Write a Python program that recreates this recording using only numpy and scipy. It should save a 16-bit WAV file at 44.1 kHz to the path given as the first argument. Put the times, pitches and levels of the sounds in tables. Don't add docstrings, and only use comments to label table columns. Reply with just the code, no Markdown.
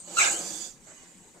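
import sys
import numpy as np
from scipy import signal
from scipy.fft import rfft, irfft
from scipy.io import wavfile
from scipy.ndimage import uniform_filter1d

SR = 44100
rng = np.random.default_rng(int(sys.argv[2]) if len(sys.argv) > 2 else 0)


def to_wav(sig):
    pcm = np.clip(np.atleast_2d(sig), -1, 1) * 32767
    pcm = np.round(pcm).astype(np.int16)
    wavfile.write(sys.argv[1], SR, pcm.T)


N = 61739
T = np.arange(N) / SR
FREQS = np.fft.rfftfreq(N, 1 / SR)

# [f/Hz, level/dB]
NARROW_EQ = [(1760, -26), (3000, -15.5), (3560, -20.5), (4260, -12), (5450, -19.5), (6010, -10),
             (6480, -7.5), (7480, 1.5), (8700, -8.5), (10300, -29.5), (11700, -28.5), (12800, -31.5),
             (15500, -35.5)]
WIDE_EQ = [(1470, -20), (2500, -19.5), (2820, -19.5), (3500, -10), (4300, -13.5), (4750, -4), (5490, -15),
           (5790, -6), (7450, -1), (8810, -7.5), (10700, -23), (15500, -28.5)]
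# [t/s, level/dB]
HISS_FADER = [(0.03, -52.5), (0.16, -34.5), (0.19, -21), (0.406, -33), (0.438, -38), (0.472, -35.5),
              (0.66, -39), (0.784, -63.5), (0.876, -51.5), (1.38, -60.5)]
# [t/s, left minus right/dB]
HISS_PAN = [(.03, -3), (.15, -8), (.27, -6), (.35, 0), (.52, -6), (.87, -8.5), (1.3, -3)]
# [f/Hz, left minus right/dB]
HISS_BAND_PAN = [(3000, 3), (7000, -7), (8000, 2.5), (8700, 11), (11000, 1.5), (15000, 6.5)]
# [f/Hz, left-right correlation]
HISS_IMAGE = [(2500, 0.36), (4500, 0.17), (7000, 0.94), (15000, 0.86)]


def lid_hiss(open_s=0.4, shut_s=0.804, crossfade_s=0.043):
    wide = np.clip(np.minimum(T - open_s, shut_s - T) / crossfade_s, 0, 1)
    narrow_jet = turbulence(NARROW_EQ, HISS_IMAGE, patchy_db=3.0, ripple_db=4.5)
    wide_jet = turbulence(WIDE_EQ, HISS_IMAGE, patchy_db=2.06, ripple_db=3.5)
    level = amp(by_time(HISS_FADER) + 0.27 * wobble(hz=120.3))
    jet = np.sqrt(1 - wide) * narrow_jet + np.sqrt(wide) * wide_jet
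    jet = jet * level * pan(by_time(HISS_PAN))
    return irfft(rfft(jet) * pan(by_hz(HISS_BAND_PAN, FREQS)), N)


# [f/Hz, level/dB]
SPURT_EQ = [(240, -58), (400, -40), (490, -34), (697, -10), (1080, -16), (1340, -4), (1420, -2), (1730, -8),
            (1830, -25), (2120, -4), (2840, -9.5), (3370, -26.5), (3640, -13), (4320, -16), (4620, -51),
            (4890, -14.5), (6000, -21.5), (7800, -19), (13200, -120)]
# [f/Hz, left-right correlation]
SPURT_IMAGE = [(250, 0.77), (600, 0.29), (1400, 0.21), (2500, 0.29), (5000, 0.14)]
# [f/Hz, right lag/rad]
SPURT_LAG = [(0, -23), (400, 3), (700, 1.5), (1400, 3), (2100, 5), (3000, 3.6), (4500, 7)]


def spurt():
    gush = turbulence(SPURT_EQ, SPURT_IMAGE, patchy_db=3.5, lag=SPURT_LAG, ripple_db=2.5)
    gush *= envelope(0.186, attack_s=0.032, hold_s=0.036, fall_db_per_s=356, db=-20)
    gush *= amp(0.41 * wobble(hz=180)) * pan(db=-0.5)
    return gush + amp(-14) * kitchen_reverb(gush)


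# [t/s, f/Hz, level/dB]
SQUEAL_BEND = [(.168, 1465, -41.5), (.172, 1409, -30.5), (0.182, 1365, -25), (0.189, 1366, -21.5),
               (0.193, 1282, -22), (0.205, 1247, -28), (.209, 1157, -35), (0.22, 1114, -27.5),
               (0.228, 1025, -46)]
# [multiple, start level/dB, end level/dB]
SQUEAL_HARMONICS = [(1, 6, -13.5), (2, -9, 7), (3, -11, -10), (4, -10.5, -33)]


def squeal(jitter=0.03, right_lag_rad=1.5):
    start, end = SQUEAL_BEND[0][0], SQUEAL_BEND[-1][0]
    progress = np.clip((T - start) / (end - start), 0, 1)
    cycles = np.cumsum(by_time(SQUEAL_BEND) * (1 + jitter * wobble(hz=324))) / SR
    lag = np.array([[0], [right_lag_rad]])
    tone = np.zeros((2, N))
    for multiple, start_db, end_db in SQUEAL_HARMONICS:
        level = amp(start_db + (end_db - start_db) * progress + 3.2 * wobble(hz=150))
        tone += level * np.sin(2 * np.pi * multiple * cycles - lag)
    tone *= np.sqrt(2) * amp(by_time(SQUEAL_BEND, column=2)) * (T > start) * (T < end)
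    return tone + amp(-8) * kitchen_reverb(tone)


# [f/Hz, level/dB]
RUSH_EQ = [(190, -22), (330, 1), (490, -4.5), (563, -0.5), (653, -10), (720, 1.5), (895, -9), (1400, -10),
           (1650, -9), (1820, -16.5), (2200, -16.5), (2380, -14), (3500, -25), (4550, -33), (7700, -120)]
# [t/s, level/dB]
RUSH_FADER = [(0, -70), (.055, -61), (.09, -52), (.16, -44.5), (.25, -39.5), (.33, -40.5), (.44, -44.5),
              (.66, -56), (.76, -74), (1.4, -86)]
# [f/Hz, left-right correlation]
LOW_IMAGE = [(30, -0.6), (120, 0.7), (300, 1.04), (700, 0.72), (1500, -0.03), (5000, 0.56)]


def steam_rush():
    rush = turbulence(RUSH_EQ, LOW_IMAGE, patchy_db=1.5, ripple_db=4.0)
    return rush * amp(by_time(RUSH_FADER)) * pan(db=1.0)


# [t/s, f/Hz, level/dB]
CLOSING_GLIDE = [(.26, 2710, -68), (.29, 2767, -49), (.34, 2885, -42), (.38, 3160, -48), (.42, 3100, -77)]


def closing_whistle():
    gate = (T > CLOSING_GLIDE[0][0]) * (T < CLOSING_GLIDE[-1][0])
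    whistle = np.array([fuzzy_tone(by_time(CLOSING_GLIDE), width_hz=250) for _ in range(2)])
    return whistle * amp(by_time(CLOSING_GLIDE, column=2)) * gate


# [f/Hz, level/dB]
WHISTLE_EQ = [(7200, -25.5), (8000, -20), (8450, 6), (8850, -7), (9400, -54)]


def high_whistle():
    air = turbulence(WHISTLE_EQ, HISS_IMAGE, patchy_db=2) * pan(db=7)
    return air * envelope(-0.01, attack_s=0.005, hold_s=0.014, fall_db_per_s=447, db=-44.5)


# [f/Hz, level/dB]
PUFF_EQ = [(240, -17.5), (400, -8), (488, -19), (559, -3.5), (834, -15), (1470, -15.5), (1580, -22),
           (2200, -18), (2860, -45), (4840, -120)]
TAIL_EQ = [(350, -45), (600, -6), (1060, -9), (1300, -21), (1540, -8), (1980, -6.5), (3330, -19),
           (5500, -21), (7150, -27), (12100, -120)]
# [t/s, level/dB]
PUFF_CUES = [(0.862, -51.5), (1.337, -58)]


def puffs():
    puff = turbulence(PUFF_EQ, LOW_IMAGE, patchy_db=2.5)
    puff *= sum(envelope(start, attack_s=0.015, hold_s=0.028, fall_db_per_s=236, db=db)
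                for start, db in PUFF_CUES)
    tail = turbulence(TAIL_EQ, LOW_IMAGE, patchy_db=-2.5, ripple_db=4.5)
    tail *= envelope(0.86, attack_s=0.05, hold_s=0.12, fall_db_per_s=46, db=-59.5)
    return puff + tail


# [t/s, f/Hz, level/dB]
BUBBLE_CUES = [(.075, 582, -43.5), (.1, 564, -43), (1.153, 190.6, -48), (1.172, 280, -57),
               (1.205, 190, -51.5), (1.36, 370, -62)]


def bubbles(rise_s=0.0026, t60_s=0.16):
    notes = np.zeros(N)
    for start, hz, db in BUBBLE_CUES:
        t = np.maximum(T - start, 0)
        level = np.minimum(t / rise_s, 1) * amp(db - 60 * t / t60_s)
        notes += level * np.sin(2 * np.pi * hz * t)
    return notes * pan(db=4.5)


# [f/Hz, width/Hz, level/dB]
POT_RESONANCES = [(189.2, 64, -7), (326, 68.5, -3)]
# [t/s, level/dB]
BOIL_FADER = [(0, -74.5), (.08, -53), (.16, -55.5), (.3, -51.5), (.5, -49.5), (.65, -53), (.72, -70),
              (1.0, -67), (1.4, -67)]


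def pot_hum():
    hum = sum(amp(db) * fuzzy_tone(hz, width) for hz, width, db in POT_RESONANCES)
    return hum * amp(by_time(BOIL_FADER)) * pan(db=3.5)


# [f/Hz, level/dB]
BURNER_EQ = [(12, -8), (20, 6.5), (87, -8.5), (174, 4), (555, -8.5), (656, -18), (753, -7.5), (1460, -12.5),
             (1730, -13.5), (2850, -16.5), (4820, -21.5), (7300, -11.5), (8860, -13.5), (9900, -23),
             (15000, -32)]


def burners():
    return turbulence(BURNER_EQ, LOW_IMAGE, patchy_db=3.1, ripple_db=-1.0) * amp(-57.5) * pan(db=4.5)


# [f/Hz, T60/s]
KITCHEN_DECAY = [(200, 1), (1000, 0.48), (3000, 0.21), (8000, 0.18)]


def kitchen_reverb(x, density=0.08, predelay_s=0.004):
    taps = rng.standard_normal((2, SR)) * (rng.random((2, SR)) < density) * (T[:SR] > predelay_s)
    hz, t, bands = signal.stft(taps, SR, nperseg=256)
    decay = amp(-60 * t / by_hz(KITCHEN_DECAY, hz)[:, None])
    tail = signal.istft(bands * decay, SR, nperseg=256)[1]
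    return signal.fftconvolve(x, tail / np.linalg.norm(tail[0]), axes=1)[:, :N]


def turbulence(eq, image, patchy_db, lag=((0, 0), (1, 0)), ripple_db=0, size=512):
    hz, hop = np.fft.rfftfreq(size, 1 / SR), size // 4
    re, im, other_re, other_im, patches = rng.standard_normal((N // hop + 6, len(hz), 5)).T
    patches = unit(uniform_filter1d(uniform_filter1d(patches, 5, axis=0), 7, axis=1))
    correlation = np.clip(by_hz(image, hz), -1, 1)[:, None]
    left = re + 1j * im
    right = correlation * left + np.sqrt(1 - correlation ** 2) * (other_re + 1j * other_im)
    right *= np.exp(-1j * by_hz(lag, hz))[:, None]
    bands = np.array([left, right]) * amp(patchy_db * patches)
    noise = signal.istft(bands, nperseg=size, noverlap=size - hop)[1][:, :N]
    ripple = uniform_filter1d(uniform_filter1d(rng.standard_normal((3, len(FREQS))), 50), 30)
    ripple = unit(ripple[:2] + ripple[2])
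    return unit(irfft(rfft(noise) * amp(by_hz(eq, FREQS) + ripple_db * ripple), N))


def fuzzy_tone(hz, width_hz):
    angle = 2 * np.pi * np.cumsum(hz * np.ones(N)) / SR
    return wobble(width_hz / 2) * np.cos(angle) + wobble(width_hz / 2) * np.sin(angle)


def wobble(hz):
    return unit(irfft(rfft(rng.standard_normal(N)) / (1 + (FREQS / hz) ** 4), N))


def envelope(start_s, attack_s, hold_s, fall_db_per_s, db):
    t = T - start_s
    return np.clip(t / attack_s, 0, 1) * amp(db - fall_db_per_s * np.maximum(t - attack_s - hold_s, 0))


def pan(db):
    gains = amp(np.array([db, -db]).reshape(2, -1) / 2)
    return gains / np.sqrt((gains ** 2).mean(0))


def by_hz(points, hz):
    f, value = np.transpose(points)
    return np.interp(np.log(hz + 1), np.log(f + 1), value)


def by_time(points, column=1):
    rows = np.array(points)
    return np.interp(T, rows[:, 0], rows[:, column])


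def amp(db):
    return 10 ** (np.asarray(db) / 20)


def unit(x):
    return x / np.sqrt(np.mean(x ** 2) + 1e-20)


def scene():
    steam = lid_hiss() + squeal() + spurt() + steam_rush() + puffs() + high_whistle()
    bed = pot_hum() + bubbles() + burners()
    return steam + closing_whistle() + bed


def record(dry, cutoff_hz=15680):
    lowpass = signal.firwin(511, cutoff_hz, window=("kaiser", 9), fs=SR)
    return signal.oaconvolve(dry, lowpass[None], "same")


dry = scene()
out = record(dry)
to_wav(out)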